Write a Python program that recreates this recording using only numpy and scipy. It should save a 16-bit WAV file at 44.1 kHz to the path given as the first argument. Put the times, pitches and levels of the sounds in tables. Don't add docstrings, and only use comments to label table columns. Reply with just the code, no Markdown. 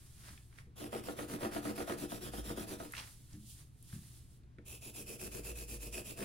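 import sys
import numpy as np
from scipy import signal
from scipy.fft import rfft, irfft, next_fast_len
from scipy.io import wavfile
from scipy.ndimage import uniform_filter1d, map_coordinates

SR = 44100
rng = np.random.default_rng(int(sys.argv[2]) if len(sys.argv) > 2 else 0)


def materialize(psi):
    bounded = np.clip(np.atleast_2d(psi).T, -1, 1)
    quanta = np.round(bounded * 32767).astype(np.int16)
    wavfile.write(sys.argv[1], SR, quanta)


N = 275492
TIME = np.arange(N) / SR
SIZE = next_fast_len(N + SR // 4)
FREQ = np.maximum(np.arange(SIZE // 2 + 1) * SR / SIZE, 1)
HEAVY_END_S, LIGHT_END_S = 2.893, 6.285

# frequency_hz, gain_db
AIR_SPECTRUM = [(20, -3.5), (35, 1), (48, -10.5), (70, 5), (95, -4), (140, -1), (180, -9), (230, -13.5),
                (330, -16.5), (500, -29), (1000, -31), (3000, -38), (10000, -48), (16000, -53)]
# pitch_hz, level_db
HUM_PARTIALS = [(59.2, -66.5), (118.4, -62)]
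# full_level_s, hold_s, level_db
BOOM_SWELLS = [(2.38, 0.055, -52.5), (5.414, 0.53, -52)]
# frequency_hz, coherence (clipped to 0-1 in use)
PORT_COHERENCE = [(60, 0.81), (250, 0.8), (550, .5), (1200, 0.8), (2000, 0.28), (2600, 0.6), (3700, 0.7),
                  (4800, 0), (6000, -0.64), (7200, 0.7), (8300, 0.5), (9300, 1.7), (10200, .98),
                  (11500, .98), (13000, 0.5), (14200, 1.5), (15700, -0.06)]
# frequency_hz, lead_rad
PORT_PHASE = [(300, 0), (520, .4), (950, 2.2), (1550, 1.8), (1950, .1), (4200, .4), (6200, -1.1),
              (7300, -1.4), (8100, -1.3), (9100, 0), (10200, 0), (12000, 1.6), (13900, 3.1), (15000, 3.2),
              (15700, 3.9)]
# frequency_hz, difference_db
PORT_BALANCE = [(60, .3), (200, 1), (380, 0.5), (700, -0.5), (1290, 2), (2380, -1), (4400, -3.5),
                (8100, -4), (10000, 1), (15000, -0.5)]
# pitch_hz, width_hz, gain_db
TABLE_MODES = [(118, 40, -8), (217, 17, 2), (300, 18, 1), (330, 30, -6), (357, 21, 2.5), (437, 22, -6),
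               (474, 16, -3), (528, 20, -7), (556, 22, -9), (619, 28, -4), (677, 35, -6), (796, 13, -5),
               (947, 20, -12), (1023, 25, -13), (1260, 25, -10), (1333, 25, -11), (1412, 20, -9),
               (1765, 40, -15), (1910, 40, -16)]
# start_s, level_db, cutoff_hz, decay_s
SET_DOWNS = [(0.29, -53, 176, 0.018), (0.591, -47, 110, 0.025), (0.665, -63, 400, 0.01),
             (3.336, -44.5, 195, 0.027), (3.928, -44, 186, 0.029), (4.584, -46, 920, 0.00096)]
# full_speed_s, hold_s, release_s (per 20 dB), swish_db, rub_db
SHEET_SHOVES = [(0.0, 0.21, .3, -65, -74.5), (0.261, 0.027, 0.25, -58, -57.5),
                (0.579, 0.029, 0.066, -68, -63), (2.979, 0.012, 0.34, -53, -51.5),
                (3.313, 0.037, 0.13, -66.5, -71), (3.51, 0.016, 0.14, -55.5, -89),
                (3.597, 0.018, 0.077, -61, -68.5), (3.927, 0.02, .2, -57.5, -65.5),
                (4.04, .14, 0.14, -62, -75), (4.309, .06, 0.053, -71, -98)]
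# frequency_hz, gain_db
SWISH_SPECTRUM = [(1000, -33), (2000, -15), (3100, -2), (4500, -1), (6000, -1.5), (9300, 2), (12000, -0.5),
                  (14000, 0.5), (15800, -5)]
# frequency_hz, gain_db
RUB_SPECTRUM = [(200, -1.5), (500, -4.5), (1200, 3), (2000, 1.5), (3200, -5.5), (6000, -5), (12000, -44)]
# start_s, level_db, pitch_hz
SHEET_SNAPS = [(0.377, -52, 2160), (0.527, -55.5, 1630), (0.586, -47, 1770), (2.922, -43, 10600),
               (2.936, -38, 1580), (2.95, -41, 2470), (2.967, -43, 2920), (2.98, -39, 3050),
               (2.992, -45, 3000), (2.998, -41, 3400), (3.331, -56.5, 5600), (3.826, -52.5, 10200),
               (3.927, -53, 1540), (4.435, -71, 3530), (4.585, -53.5, 1730)]
# start_s, level_db
LEAD_CATCHES = [(0.929, -44), (1.086, -42.5), (1.189, -40.5), (1.408, -48.5), (1.432, -43.5), (1.449, -41),
                (1.563, -41), (1.653, -42.5), (1.778, -49), (1.803, -43), (1.879, -47.5), (1.897, -38.5),
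                (2.119, -45.5), (2.336, -46), (2.501, -47), (2.575, -46.5), (2.801, -49)]
# frequency_hz, gain_db
CATCH_SPECTRUM = [(250, -17), (600, 14.5), (900, 4.5), (1400, 2), (2000, -11), (3200, -6.5), (6000, -41)]
# pitch_hz, width_hz, gain_db
SHAFT_MODES = [(2570, 190, 0), (5350, 450, -16), (7280, 420, -7), (10500, 800, -11)]
# frequency_hz, gain_db
HEAVY_FORCE = [(40, 7), (100, 4), (400, 2.5), (1500, -11), (3000, -34)]
# frequency_hz, gain_db
LIGHT_FORCE = [(40, -4), (120, 3.5), (290, -3), (400, 4.5), (620, -2), (900, -22), (3000, -55)]
# frequency_hz, gain_db
HISS_SPECTRUM = [(1200, 7.5), (2200, -5), (3200, 5), (4200, -0.5), (5300, 2), (6400, -1), (8500, -0.5),
                 (10500, 3), (12000, 0), (13400, 6), (14200, 8.5), (15800, -3.5)]
# frequency_hz, gain_db
RASP_SPECTRUM = [(400, -8), (800, -3), (1300, 0.5), (1750, -3), (2100, -4.5), (3000, -13.5), (5000, -20.5),
                 (10000, -56)]
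# start_s, pressure_db
PENCIL_STROKES = [(0.753, -3), (0.904, 0), (1.024, -2), (1.155, 0), (1.272, 1), (1.386, 3), (1.506, 2),
                  (1.617, 1), (1.744, 1.2), (1.858, 3.5), (1.966, -3.5), (2.08, -5), (2.201, -1.2),
                  (2.314, -5), (2.433, -2.5), (2.553, -2), (2.664, -1.5), (2.774, -3), (4.645, -21.5),
                  (4.803, -15), (4.931, -9.5), (5.053, -8.5), (5.181, -5), (5.301, -7), (5.427, -5.5),
                  (5.54, -9), (5.669, -10.5), (5.79, -12.5), (5.911, -6), (6.034, -10.5), (6.157, -1.5)]


def undb(db):
    return 10 ** (np.asarray(db) / 20)


def unit(x):
    return x / np.sqrt(np.mean(x ** 2))


def swell(full_s, attack_s, hold_s, release_s):
    away = np.maximum((full_s - TIME) / attack_s, (TIME - full_s - hold_s) / release_s)
    return undb(-20 * np.clip(away, 0, 10))


def curve(points):
    hz, value = np.transpose(points)
    return np.interp(np.log(FREQ), np.log(hz), value)


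def spectrum(points):
    return undb(curve(points))


def resonances(modes):
    return sum((-1) ** k * undb(db) / (1 + 1j * (FREQ ** 2 - hz ** 2) / (FREQ * width))
               for k, (hz, width, db) in enumerate(modes))


def through(x, response):
    response = response / np.sqrt(np.mean(np.abs(response) ** 2))
    return irfft(rfft(x, SIZE) * response, SIZE)[..., :N]


def wander(rate_hz):
    knots = rng.standard_normal(8192)
    return 1.21 * np.interp(TIME * rate_hz, np.arange(len(knots)), knots)


def grains(per_s, spread_db):
    chance, size = rng.random((2, N)), rng.standard_normal((2, N))
    sign = np.where(chance < per_s / SR / 2, 1, -1)
    return unit((chance < per_s / SR) * sign * undb(spread_db * np.clip(size, -2, 2)))


def contacts(rows, decay_s):
    out, age = np.full(N + SR, 1e-18), np.arange(SR // 5) / SR
    for start_s, db in rows:
        start = int(start_s * SR)
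        out[start:start + len(age)] += undb(db) * rng.standard_normal(len(age)) * np.exp(-age / decay_s)
    return out[:N]


def room_tone():
    air = np.array([through(rng.standard_normal(N), spectrum(AIR_SPECTRUM)) for _ in range(2)])
    air *= undb(-58.5 + 0.27 * wander(3.5))
    hum = sum(np.sqrt(2) * undb(db + wander(2.4)) * np.sin(2 * np.pi * hz * TIME)
              for hz, db in HUM_PARTIALS)
    return air + np.array([hum, np.zeros(N)])


def room_echoes(x, delay_s=0.0071, t60_s=0.32, damp_hz=10000):
    age = np.maximum(TIME - delay_s, 0)
    tail = rng.standard_normal(N) * (age > 0) * undb(-60 * np.minimum(age / t60_s, 3))
    response = rfft(tail / np.sqrt(np.sum(tail ** 2)), SIZE) / np.sqrt(1 + (FREQ / damp_hz) ** 2)
    return irfft(rfft(x, SIZE) * response, SIZE)[:N]


def microphone_ports(shared, apart):
    coherence = np.clip(curve(PORT_COHERENCE), 0, 1)
    mid = rfft(shared, SIZE) * np.sqrt((1 + coherence) / 2)
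    side = rfft(apart, SIZE) * np.sqrt((1 - coherence) / 2)
    sign = np.array([[1], [-1]])
    balance = undb(sign * curve(PORT_BALANCE) / 2)
    phase_shift = np.exp(1j * sign * curve(PORT_PHASE) / 2)
    return irfft((mid + sign * side) * balance * phase_shift, SIZE)[:, :N]


def boom(pitch_hz=55, attack_s=0.36, release_s=0.4):
    phase = 2 * np.pi * np.cumsum(pitch_hz + 2.74 * wander(14)) / SR
    gain = sum(undb(db) * swell(full_s, attack_s, hold_s, release_s)
               for full_s, hold_s, db in BOOM_SWELLS)
    return np.sqrt(2) * np.sin(phase) * undb(1.5 * wander(9.9)) * gain


def table_bumps(table):
    force = 0
    for start_s, db, cutoff_hz, decay_s in SET_DOWNS:
        cushion = signal.butter(5, cutoff_hz, fs=SR)
        push = signal.lfilter(*cushion, contacts([(start_s, db)], decay_s))
        force += push * np.sqrt(SR / 2 / cutoff_hz)
    return undb(-7) * through(force, table) + undb(-5) * force


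def sheet_slides(attack_s=0.19):
    swish_power = rub_power = 0
    for full_s, hold_s, release_s, swish_db, rub_db in SHEET_SHOVES:
        speed = swell(full_s, attack_s, hold_s, release_s)
        swish_power += (undb(swish_db) * speed) ** 2
        rub_power += (undb(rub_db) * speed ** 2.4) ** 2
    swish = grains(per_s=16000, spread_db=2.7) * undb(0.85 * wander(70)) * np.sqrt(swish_power)
    rub = grains(per_s=2500, spread_db=2.9) * undb(2 * wander(110)) * np.sqrt(rub_power)
    return through(swish, spectrum(SWISH_SPECTRUM)) + through(rub, spectrum(RUB_SPECTRUM))


def sheet_snaps():
    out = 0
    for start_s, db, hz in SHEET_SNAPS:
        crease = resonances([(hz, 0.68 * hz, 0)]) ** 2
        out += through(contacts([(start_s, db)], decay_s=0.0034), crease)
    return out


def lead_catches(table):
    scrape = np.array([contacts(LEAD_CATCHES, decay_s=0.0083) for _ in range(2)])
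    return undb(5.5) * through(scrape, spectrum(CATCH_SPECTRUM)) + undb(7.5) * through(scrape, table)


def tip_bites(table, delay_s=0.016):
    rows = [(start_s + delay_s, -45.5 + 0.84 * pressure_db)
            for start_s, pressure_db in PENCIL_STROKES if start_s > HEAVY_END_S]
    bite = np.array([contacts(rows, decay_s=0.004) for _ in range(2)])
    ping = undb(-1) * through(bite, resonances(SHAFT_MODES))
    tap = undb(-7) * through(bite, table * spectrum(CATCH_SPECTRUM))
    return ping + tap


def hand_damping(x, usual_db, max_boost_db, grip_db=-4.5, grip_end_s=1.07, below_hz=335):
    starts, pressures_db = np.transpose(PENCIL_STROKES)
    stroke = np.maximum(np.searchsorted(starts, TIME) - 1, 0)
    pressure_db = uniform_filter1d(pressures_db[stroke], size=800)
    lean_db = np.minimum(0.45 * (usual_db - pressure_db), max_boost_db)
    grip = np.clip((grip_end_s - TIME) / 0.06, 0, 1)
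    lows = irfft(rfft(x, SIZE) / (1 + (FREQ / below_hz) ** 12), SIZE)[..., :N]
    return x + (undb(lean_db + grip_db * grip) - 1) * lows


def hand_echo(x, position, delay_s=0.0004155, echo_db=-7):
    lag_s = delay_s * (1 + 0.11 * position + 0.19 * wander(2.51))
    echo = undb(echo_db) * np.interp(TIME - lag_s, TIME, x)
    return (x + echo) / np.hypot(1, undb(echo_db))


def stroke_motion(after_s, end_s, skew, fullness, turn_db, start_db, warm_up_s, swing_db, last_db):
    starts, pressure_db = np.transpose([row for row in PENCIL_STROKES if after_s < row[0] < end_s])
    number = np.arange(len(starts))
    progress = np.interp(TIME, np.append(starts, end_s), np.append(number, len(starts)))
    stroke = np.minimum(progress.astype(int), number[-1])
    touching = np.clip((TIME - starts[0]) / 0.0095, 0, 1) * (TIME < end_s)

    def gain(shape, stroke_db):
        shape = shape * touching / np.sqrt(np.mean(shape[touching > 0] ** 2))
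        return shape * uniform_filter1d(undb(stroke_db)[stroke], size=400)

    pace_db = start_db * np.exp((starts[0] - starts) / warm_up_s)
    pace_db += swing_db * (-1) ** number
    pace_db[-1] += last_db
    friction = np.tanh(fullness * np.sin(np.pi * (progress % 1) ** skew) ** 2) + undb(turn_db)
    pressure = np.abs(np.sin(np.pi * progress)) ** 2.2 + undb(-14)
    hiss_gain = gain(friction, pace_db + 0.11 * pressure_db)
    rasp_gain = gain(np.sqrt(friction * pressure), 1.8 * pressure_db)
    return -np.cos(np.pi * progress), hiss_gain, rasp_gain, gain(pressure, pressure_db)


def shaft_ring(drive, position, squeal_s=5.95, squeal_db=8, bend_s=0.000494):
    squeal = undb(squeal_db * np.exp(-((TIME - squeal_s) / 0.018) ** 2))
    ring = through(grains(per_s=5000, spread_db=4.5) * drive * squeal, resonances(SHAFT_MODES))
    bent_samples = (TIME + bend_s * position) * SR
    return np.array([map_coordinates(x, [bent_samples], order=3) for x in ring])


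def pencil_shading(motion, wood, hiss_db, low_hiss_db, rasp_db, table_db, ring_db):
    position, hiss_gain, rasp_gain, table_gain = motion
    chatter_db = 4 * wander(260)
    tooth = grains(per_s=16000, spread_db=2.7) * unit(undb(0.18 * chatter_db)) * hiss_gain
    slips = grains(per_s=1500, spread_db=2.8) * unit(undb(chatter_db))
    colour = spectrum(HISS_SPECTRUM) * undb(low_hiss_db / (1 + (FREQ / 4400) ** 8))
    hiss = undb(hiss_db) * through(np.array([hand_echo(x, position) for x in tooth]), colour)
    ring = undb(ring_db) * shaft_ring(unit(undb(0.71 * chatter_db)) * hiss_gain, position)
    rasp = undb(rasp_db) * through(slips * rasp_gain, spectrum(RASP_SPECTRUM))
    drumming = undb(table_db) * through(slips * table_gain, wood)
    return hiss + ring + rasp + drumming


def scene():
    table = resonances(TABLE_MODES)
    heavy_motion = stroke_motion(0, HEAVY_END_S, skew=0.86, fullness=1.93, turn_db=-14,
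                                 start_db=-4.5, warm_up_s=0.49, swing_db=0.23, last_db=-4.5)
    heavy = pencil_shading(heavy_motion, table * spectrum(HEAVY_FORCE),
                           hiss_db=-49, low_hiss_db=0, rasp_db=-56, table_db=-45, ring_db=-64)
    light_motion = stroke_motion(HEAVY_END_S, LIGHT_END_S, skew=0.88, fullness=1.83, turn_db=-17.5,
                                 start_db=-3.5, warm_up_s=0.15, swing_db=0.82, last_db=-2.5)
    light = pencil_shading(light_motion, table * spectrum(LIGHT_FORCE),
                           hiss_db=-48.5, low_hiss_db=-7.5, rasp_db=-52.5, table_db=-44.5, ring_db=-56)
    direct = hand_damping(heavy + lead_catches(table), usual_db=-2.5, max_boost_db=3)
    direct += hand_damping(light, usual_db=-7, max_boost_db=2)
    direct += tip_bites(table) + sheet_slides() + np.array([sheet_snaps(), sheet_snaps()])
    direct[0] += table_bumps(table) + boom()
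    echoes = undb(-8.5) * np.array([room_echoes(x) for x in direct])
    shared, apart = direct + echoes + room_tone()
    return microphone_ports(shared, apart)


def record(dry):
    return signal.sosfilt(signal.ellip(10, 0.1, 70, 15800, fs=SR, output="sos"), dry)


dry = scene()
out = record(dry)
materialize(out)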